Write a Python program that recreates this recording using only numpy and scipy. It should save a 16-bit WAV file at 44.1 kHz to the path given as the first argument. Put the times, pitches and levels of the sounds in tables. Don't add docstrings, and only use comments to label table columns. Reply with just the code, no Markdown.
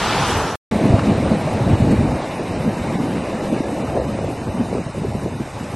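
import sys
import numpy as np
from scipy import signal
from scipy.fft import rfft, irfft, next_fast_len
from scipy.io import wavfile
from scipy.ndimage import uniform_filter1d, map_coordinates

SR = 44100
rng = np.random.default_rng(int(sys.argv[2]) if len(sys.argv) > 2 else 0)


def master_out(mix):
    frames = np.transpose(np.atleast_2d(mix))
    ceiling = np.clip(frames, -1, 1)
    pcm = np.round(ceiling * 32767).astype(np.int16)
    wavfile.write(sys.argv[1], SR, pcm)


def to_linear_factor(level_db):
    exponent = np.asarray(level_db, float) / 20
    return 10 ** exponent


N = 253575
CUT_S, RESUME_S = .556, .711


def wash():
    # time_s, level_db
    wave_points = [
        (0, -22.5),
        (.08, -21.5),
        (.2, -20.5),
        (.3, -19.5),
        (.4, -20),
        (.55, -22.5),
    ]
    # pitch_hz, level_db (per Hz)
    roar_colour = [(15, -44.5), (25, -25.5), (54, -3.5), (119, -3), (347, -6.5), (393, -5.5), (626, -7.5),
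                   (849, -2.5), (1800, -16), (2340, -46), (3960, -120)]
    spray_colour = [(760, -15), (1300, -0.5), (1880, -5), (2450, -5.5), (2940, -3.5), (4730, -11.5),
                    (5500, -15), (7150, -42.5), (12100, -120)]
    mist_colour = [(2650, -31), (4500, -12), (5710, 0), (8850, -6.5), (10400, -10.5), (11800, -12.5),
                   (15400, -45.5), (22000, -120)]
    # time_s, rise_db, half_length_s
    spurts = [
        (0.047, 0, .04),
        (0.284, 2.5, .03),
        (.38, 3.5, 0.0093),
        (0.554, -5.5, .02),
    ]
    # start_s, peak_db, pitch_hz, life_cycles
    thuds = [
        (.195, -12.5, 135, 1.2),
        (0.097, -15.5, 200, .8),
        (.355, -14.5, 90, .7),
        (0.4, -22, 114, .8),
    ]

    wave_db, = curves(wave_points)
    t = np.arange(N) / SR
    spray_db = wave_db - 2.5 - 16.5 * t
    spray_db = spray_db + .5 * wobble(22.0) + bumps([.12], [1.5], [.09])
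    mist_db = wave_db - 14 - 9.5 * t + bumps(*np.transpose(spurts))

    roar = to_linear_factor(wave_db + 0.98 * wobble(29.5)) * rush(roar_colour, patchy_db=0.45)
    spray = to_linear_factor(spray_db + 0.5) * wide(spray_colour, patchy_db=1.0)
    mist = to_linear_factor(mist_db + .7) * wide(mist_colour, patchy_db=2.5)
    return roar + slaps(thuds, gain_db=3.5) + spray + mist


def wide(spectrum, patchy_db):
    white = [patchy(patchy_db), patchy(patchy_db)]

    def mid_and_side(hz):
        side_share = to_linear_factor(-4) * (hz > 4290) * (hz < 11750)
        return to_linear_factor(along(spectrum, hz)) * np.array([np.ones(len(hz)), side_share])

    mid, side = filtered(white, mid_and_side)
    return np.array([mid + side, mid - side]) / np.std(mid)


def wind():
    # pitch_hz, level_db (per Hz)
    rumble_colour = [(13, -50), (25, -41), (45, -12), (68, -4), (105, 0), (145, -1), (200, -22.5),
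                     (370, -120)]
    flutter_colour = [(180, -16.5), (300, -3), (413, -6.5), (503, -3), (646, -4), (1100, -21.5),
                      (1430, -37), (2420, -120)]

    rumble_db, buffet_db, flutter_db = gusting()
    lumps = wobble(28)
    cavity_noise = filtered(rng.standard_normal(N), port_cavity)
    rumble = unit(to_linear_factor(0.23 * lumps) * rush(rumble_colour, patchy_db=-0.6))
    buffet = unit(to_linear_factor(0.35 * lumps + 1.5 * wobble(45)) * cavity_noise)
    flutter = unit(to_linear_factor(0.18 * lumps + 1.0 * wobble(70)) * rush(flutter_colour, patchy_db=1.0))
    return to_linear_factor(rumble_db + 0.6) * rumble + to_linear_factor(buffet_db + 0.2) * buffet + to_linear_factor(flutter_db - 0.8) * flutter


def port_cavity(hz):
    # pitch_hz, width_hz, level_db
    resonances = [
        (200, 138, 4),
        (259, 176, -8),
    ]
    total = 0
    for centre, spread, db in resonances:
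        total = total + to_linear_factor(db) * 1j * hz * spread / (centre ** 2 - hz ** 2 + 1j * hz * spread)
    return total ** 2


def gusting():
    # time_s, strength_db, big_over_small_db (big swirls over small)
    wind_points = [(.72, -25, -3), (.95, -22, -2), (1.3, -21.5, 0), (1.45, -25.5, -2.5), (1.65, -23, 4.5),
                   (2.1, -26, 3), (2.22, -28, -10.5), (2.55, -28, -3.5), (3.0, -31.5, -5), (3.4, -27, -6),
                   (3.7, -29, -5.5), (4.05, -28, -1), (4.45, -29.5, -0.5), (4.7, -29, 3), (4.85, -33.5, 5),
                   (5.1, -30.5, 8), (5.5, -34, 1.5), (5.75, -33.5, 1.5)]
    # time_s, rise_db, half_length_s, pitch_hz
    gusts = [(0.856, 11, 0.01, 232), (0.947, 13, 0.027, 127), (1.102, 3, 0.021, 150), (1.316, 8, .02, 200),
             (1.573, 4.5, 0.022, 200), (1.72, 16, 0.038, 166), (1.82, 12.5, 0.032, 145),
             (1.928, 14, 0.024, 230), (1.983, 4, .025, 85), (2.08, 12, 0.051, 136), (2.505, 6, 0.027, 170),
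             (2.667, 10, 0.028, 230), (2.834, 14, 0.032, 136), (3.01, 10, 0.16, 216),
             (3.563, 7, 0.055, 187), (3.83, 4.5, 0.037, 220), (3.924, 4.5, 0.06, 85),
             (3.971, 7.5, 0.032, 520), (4.475, 9, 0.015, 120), (4.613, 10, 0.02, 280),
             (4.777, 19, 0.073, 288), (4.565, 5.5, 0.015, 200), (4.967, 4, .025, 200),
             (5.05, 5, 0.028, 240), (5.158, 9, 0.02, 220), (5.28, 10, .02, 380), (5.351, 6, 0.013, 95),
             (5.408, 10, 0.014, 170), (.76, -3, 0.017, 200), (5.648, 9, .05, 170)]
    # time_s, change_db, half_length_s
    lulls = [(0.882, -3.5, 0.01), (1.002, -4.5, 0.035), (1.218, -2.5, 0.054), (1.377, -5.5, 0.017),
             (1.643, -4.5, .025), (1.764, -4, 0.0092), (1.863, 1, 0.017), (2.33, -4, 0.052),
             (3.38, -4, 0.031), (3.623, -3.5, .02), (3.76, -1, .03), (4.452, -3, 0.015), (4.666, -3.5, .02),
             (4.836, -7.5, 0.021), (4.928, -10, 0.018), (5.093, -3, .015), (5.23, 0.5, .015),
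             (5.303, -5, 0.016), (5.385, -8, 0.013), (5.208, -3, 0.014), (5.513, -5.5, 0.038),
             (5.59, -4, 0.013)]

    strength_db, big_db = curves(wind_points)
    strength_db = strength_db + bumps(*np.transpose(lulls))
    s, rise_db, half, pitch = np.transpose(gusts)

    def layer(centre_hz, own_db, lean, restless_db):
        octaves = np.log2(pitch / centre_hz)
        nearness = np.exp(-(octaves / 0.56) ** 2)
        return strength_db + lean * big_db + own_db + bumps(s, rise_db * nearness, half) + restless_db

    rumble_db = layer(95, -1, .8, 1.6 * wobble(15))
    buffet_db = layer(212, 0.5, .1, 2.4 * wobble(19))
    flutter_db = layer(520, 1, -.3, 0.68 * wobble(19))
    return rumble_db, buffet_db, flutter_db


def port_slaps():
    # start_s, peak_db, pitch_hz, life_cycles
    big_swirls = [(0.72, -9, 190, 0.7), (0.755, -3, 204, 0.7), (0.849, -10, 218, 0.55),
                  (0.903, -2, 130, 0.43), (0.938, 3, 111, 0.55), (1.109, -1.5, 221, 0.69),
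                  (1.314, -0.5, 204, 0.7), (1.454, -10, 144, 0.91), (1.712, -3, 210, 0.96),
                  (1.726, -1.5, 100.7, 0.91), (1.803, -1, 191, 0.47), (1.911, 0.5, 191, 0.56),
                  (2.004, -4, 234, 0.71), (2.6, -9, 140, 0.83), (2.679, -13, 223, 0.74),
                  (2.954, -6.5, 194, 0.63), (3.04, -4, 205, 0.6), (3.449, -10, 272, 0.39),
                  (3.604, -3, 278, 0.65), (4.149, -15, 215, 0.5), (4.288, -9, 307, 0.47),
                  (4.544, -12, 215, 0.86), (4.604, -9.5, 275, 0.68), (4.864, -11.5, 136, 0.36),
                  (5.011, -15, 149, 0.74), (5.151, -12, 198, 0.6), (5.259, -11, 318, 0.91),
                  (5.352, -26, 131, 0.65), (5.403, -14, 236, 0.48), (5.54, -19, 113, 0.8)]
    small_swirls = [(0.721, -22, 413, 0.38), (1.837, -15.5, 401, 0.56), (1.94, -14, 440, 0.76),
                    (2.026, -14, 395, 0.77), (2.648, -17, 660, 0.69), (2.906, -17, 533, 0.66),
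                    (3.338, -14.5, 590, 0.71), (3.952, -14, 401, 0.81), (3.965, -13, 520, 0.96),
                    (3.974, -12, 520, 1), (3.998, -14, 520, 0.85), (4.019, -15, 480, 0.81),
                    (4.189, -12.5, 554, 0.65), (4.244, -15.5, 600, 0.71), (4.285, -20, 477, 0.73),
                    (4.61, -13.5, 410, 0.52), (4.656, -23, 689, 0.92), (4.728, -12.5, 470, 0.66),
                    (4.751, -12, 410, 0.63), (4.782, -12.5, 510, 0.68), (4.947, -22, 560, 0.93),
                    (4.979, -16.5, 410, 0.54), (5.047, -15.5, 401, 0.87), (5.149, -15, 401, 0.72),
                    (5.258, -18, 468, 0.83)]
    return slaps(big_swirls, gain_db=4.0) + slaps(small_swirls, gain_db=8.5)


def slaps(events, gain_db):
    out = np.zeros(N + SR)
    t = np.arange(SR // 10) / SR
    phases = rng.uniform(0, 2 * np.pi, len(events))
    for (s, db, hz, cycles), phase in zip(events, phases):
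        age = t * hz / cycles
        push = age * np.exp(-age) * np.sin(2 * np.pi * hz * t + phase)
        out[round(s * SR):][:len(t)] += to_linear_factor(db + gain_db) * push
    return out[:N]


def surf():
    # time_s, level_db
    surf_points = [(.72, -33), (1.2, -33.5), (2.1, -35), (2.9, -36), (3.25, -35.5), (3.7, -37), (5.4, -41),
                   (5.75, -41)]
    # pitch_hz, level_db (per Hz)
    breaker_colour = [(470, -14.5), (800, -2), (1370, -10.5), (2520, -13.5), (2880, -16), (3330, -21),
                      (3860, -18.5), (4600, -24.5), (5980, -31), (10100, -120)]
    foam_colour = [(3800, -39), (4600, -1), (5300, 1), (6300, 0.5), (7100, 0.5), (7800, 1), (9000, 2),
                   (10000, -1), (11200, 2.5), (12000, -11.5)]
    # time_s, rise_db, half_length_s, fineness (0 heavy water to 1 fine foam)
    splashes = [
        (0.995, 6.5, 0.0044, 0.1),
        (1.065, 4, 0.015, 0.96),
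        (1.916, 5.5, 0.012, 0.7),
        (5.61, 4, 0.032, 0.6),
        (5.717, 1.5, .02, .3),
    ]

    surf_db, = curves(surf_points)
    s, rise_db, half, fine = np.transpose(splashes)
    breakers_db = surf_db + bumps(s, rise_db * (1.3 - fine), half)
    foam_db = -46 + 0.3 * (surf_db - surf_points[0][1]) + bumps(s, rise_db * (.2 + fine), half)
    swell = wobble(8.1)
    breakers = to_linear_factor(breakers_db + 4.0 + 0.29 * swell) * rush(breaker_colour, patchy_db=1.34)
    foam = to_linear_factor(foam_db + 2.5 + 0.5 * swell) * rush(foam_colour, patchy_db=0.9)
    return breakers + foam


def thinned(x):
    # time_s, factor (on the dropped share)
    dropout_points = [(.7, .4), (2.5, .95), (4.3, 1.35), (5.3, 1.5), (5.5, .9), (5.75, .8)]
    # pitch_hz, share (0-1)
    top_dropouts = [(9200, 0), (9650, .45), (10750, .97), (10950, .7), (11250, .4), (11550, .6),
                    (11750, .9)]
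    # time_s, lost (0 gap filled, 1 lone high band lost)
    odd_moments = [
        (.7, 0),
        (.865, 0),
        (1.17, 1),
        (1.43, 1),
        (2.2, 1),
        (2.365, 0),
        (2.42, 1),
        (3.64, 1),
    ]
    top_hz, low_hz, high_hz = 9700, 10650, 11750

    hz, t, z = signal.stft(x, SR, "cosine", nperseg=2048)
    field = uniform_filter1d(rng.standard_normal(z.shape), size=8, axis=0)
    field = unit(uniform_filter1d(field, size=2, axis=1))
    field = field + .3 * rng.standard_normal(len(t))
    chance = 1 / (1 + np.exp(-1.7 * unit(field)))

    share = dropped_share(hz)[:, None] * np.interp(t, *np.transpose(dropout_points))
    share = share * (hz[:, None] < top_hz) + along(top_dropouts, hz)[:, None]
    lone_band = (hz > low_hz) & (hz < high_hz)
    kept = (chance > share) & ((hz < top_hz) | lone_band)[:, None]
    for s, lost in odd_moments:
        kept[(hz > top_hz) & (hz < high_hz), np.argmin(abs(t - s))] = not lost
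    return signal.istft(z * kept, SR, "cosine", nperseg=2048)[1][:N]


def dropped_share(hz):
    # pitch_hz, extra_share (0-1), half_width_octaves
    weak_spots = [(1530, .09, .22), (3280, .57, .085), (4500, .19, .055), (5700, .11, .18),
                  (7200, .27, .11), (8800, .05, .2)]
    total = .055 * (hz > 1100)
    for centre, share, octaves in weak_spots:
        total = total + share * np.exp(-(np.log2((hz + 1) / centre) / octaves) ** 2)
    return total


def snip():
    since = np.arange(N) / SR - CUT_S
    click = to_linear_factor(-21.5) * np.exp(-(since * SR) ** 2)
    splatter_db = -44.5 - 60 * abs(since) / 0.03
    return click + to_linear_factor(splatter_db) * (since > 0) * rng.standard_normal((2, N))


def rush(spectrum, patchy_db):
    return unit(filtered(patchy(patchy_db), lambda hz: to_linear_factor(along(spectrum, hz))))


def patchy(patchy_db):
    z = signal.stft(rng.standard_normal(N), nperseg=512)[2]
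    field = uniform_filter1d(rng.standard_normal(z.shape), size=5, axis=0)
    field = uniform_filter1d(field, size=8, axis=1)
    return signal.istft(z * to_linear_factor(patchy_db * unit(field)), nperseg=512)[1][:N]


def filtered(x, response):
    m = next_fast_len(N + 8192)
    return irfft(rfft(x, m) * response(np.fft.rfftfreq(m, 1 / SR)), m)[..., :N]


def wobble(rate):
    knots = rng.standard_normal(int(N * rate / SR) + 4)
    return map_coordinates(knots, [np.arange(N) * rate / SR])


def bumps(times, rises_db, halves):
    t = np.arange(0, N, 32) / SR
    bells = np.exp(-((t - np.c_[times]) / np.c_[halves]) ** 2)
    return np.interp(np.arange(N) / SR, t, np.asarray(rises_db) @ bells)


def curves(rows):
    s, *columns = np.transpose(rows)
    return [np.interp(np.arange(N) / SR, s, column) for column in columns]


def along(points, hz):
    f, v = np.transpose(points)
    return np.interp(np.log(hz + 1), np.log(f + 1), v)


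def unit(x):
    return x / np.sqrt(np.mean(x ** 2) + 1e-20)


def scene():
    t = np.arange(N) / SR
    close = filtered(wash(), lambda hz: hz < 12100)
    port = wind() + port_slaps() + surf()
    limited = port / (1 + abs(port / 1.05) ** 6) ** (1 / 6)
    shore = thinned(limited)
    rise = np.sin(np.pi / 2 * np.clip((t - RESUME_S) / .0016, 0, 1)) ** 2
    return close * (t < CUT_S) + snip() + shore * rise


def top_cut(x):
    return signal.sosfilt(signal.butter(12, 15790, fs=SR, output="sos"), x)


def record(dry):
    return top_cut(dry)


dry = scene()
out = record(dry)
master_out(out)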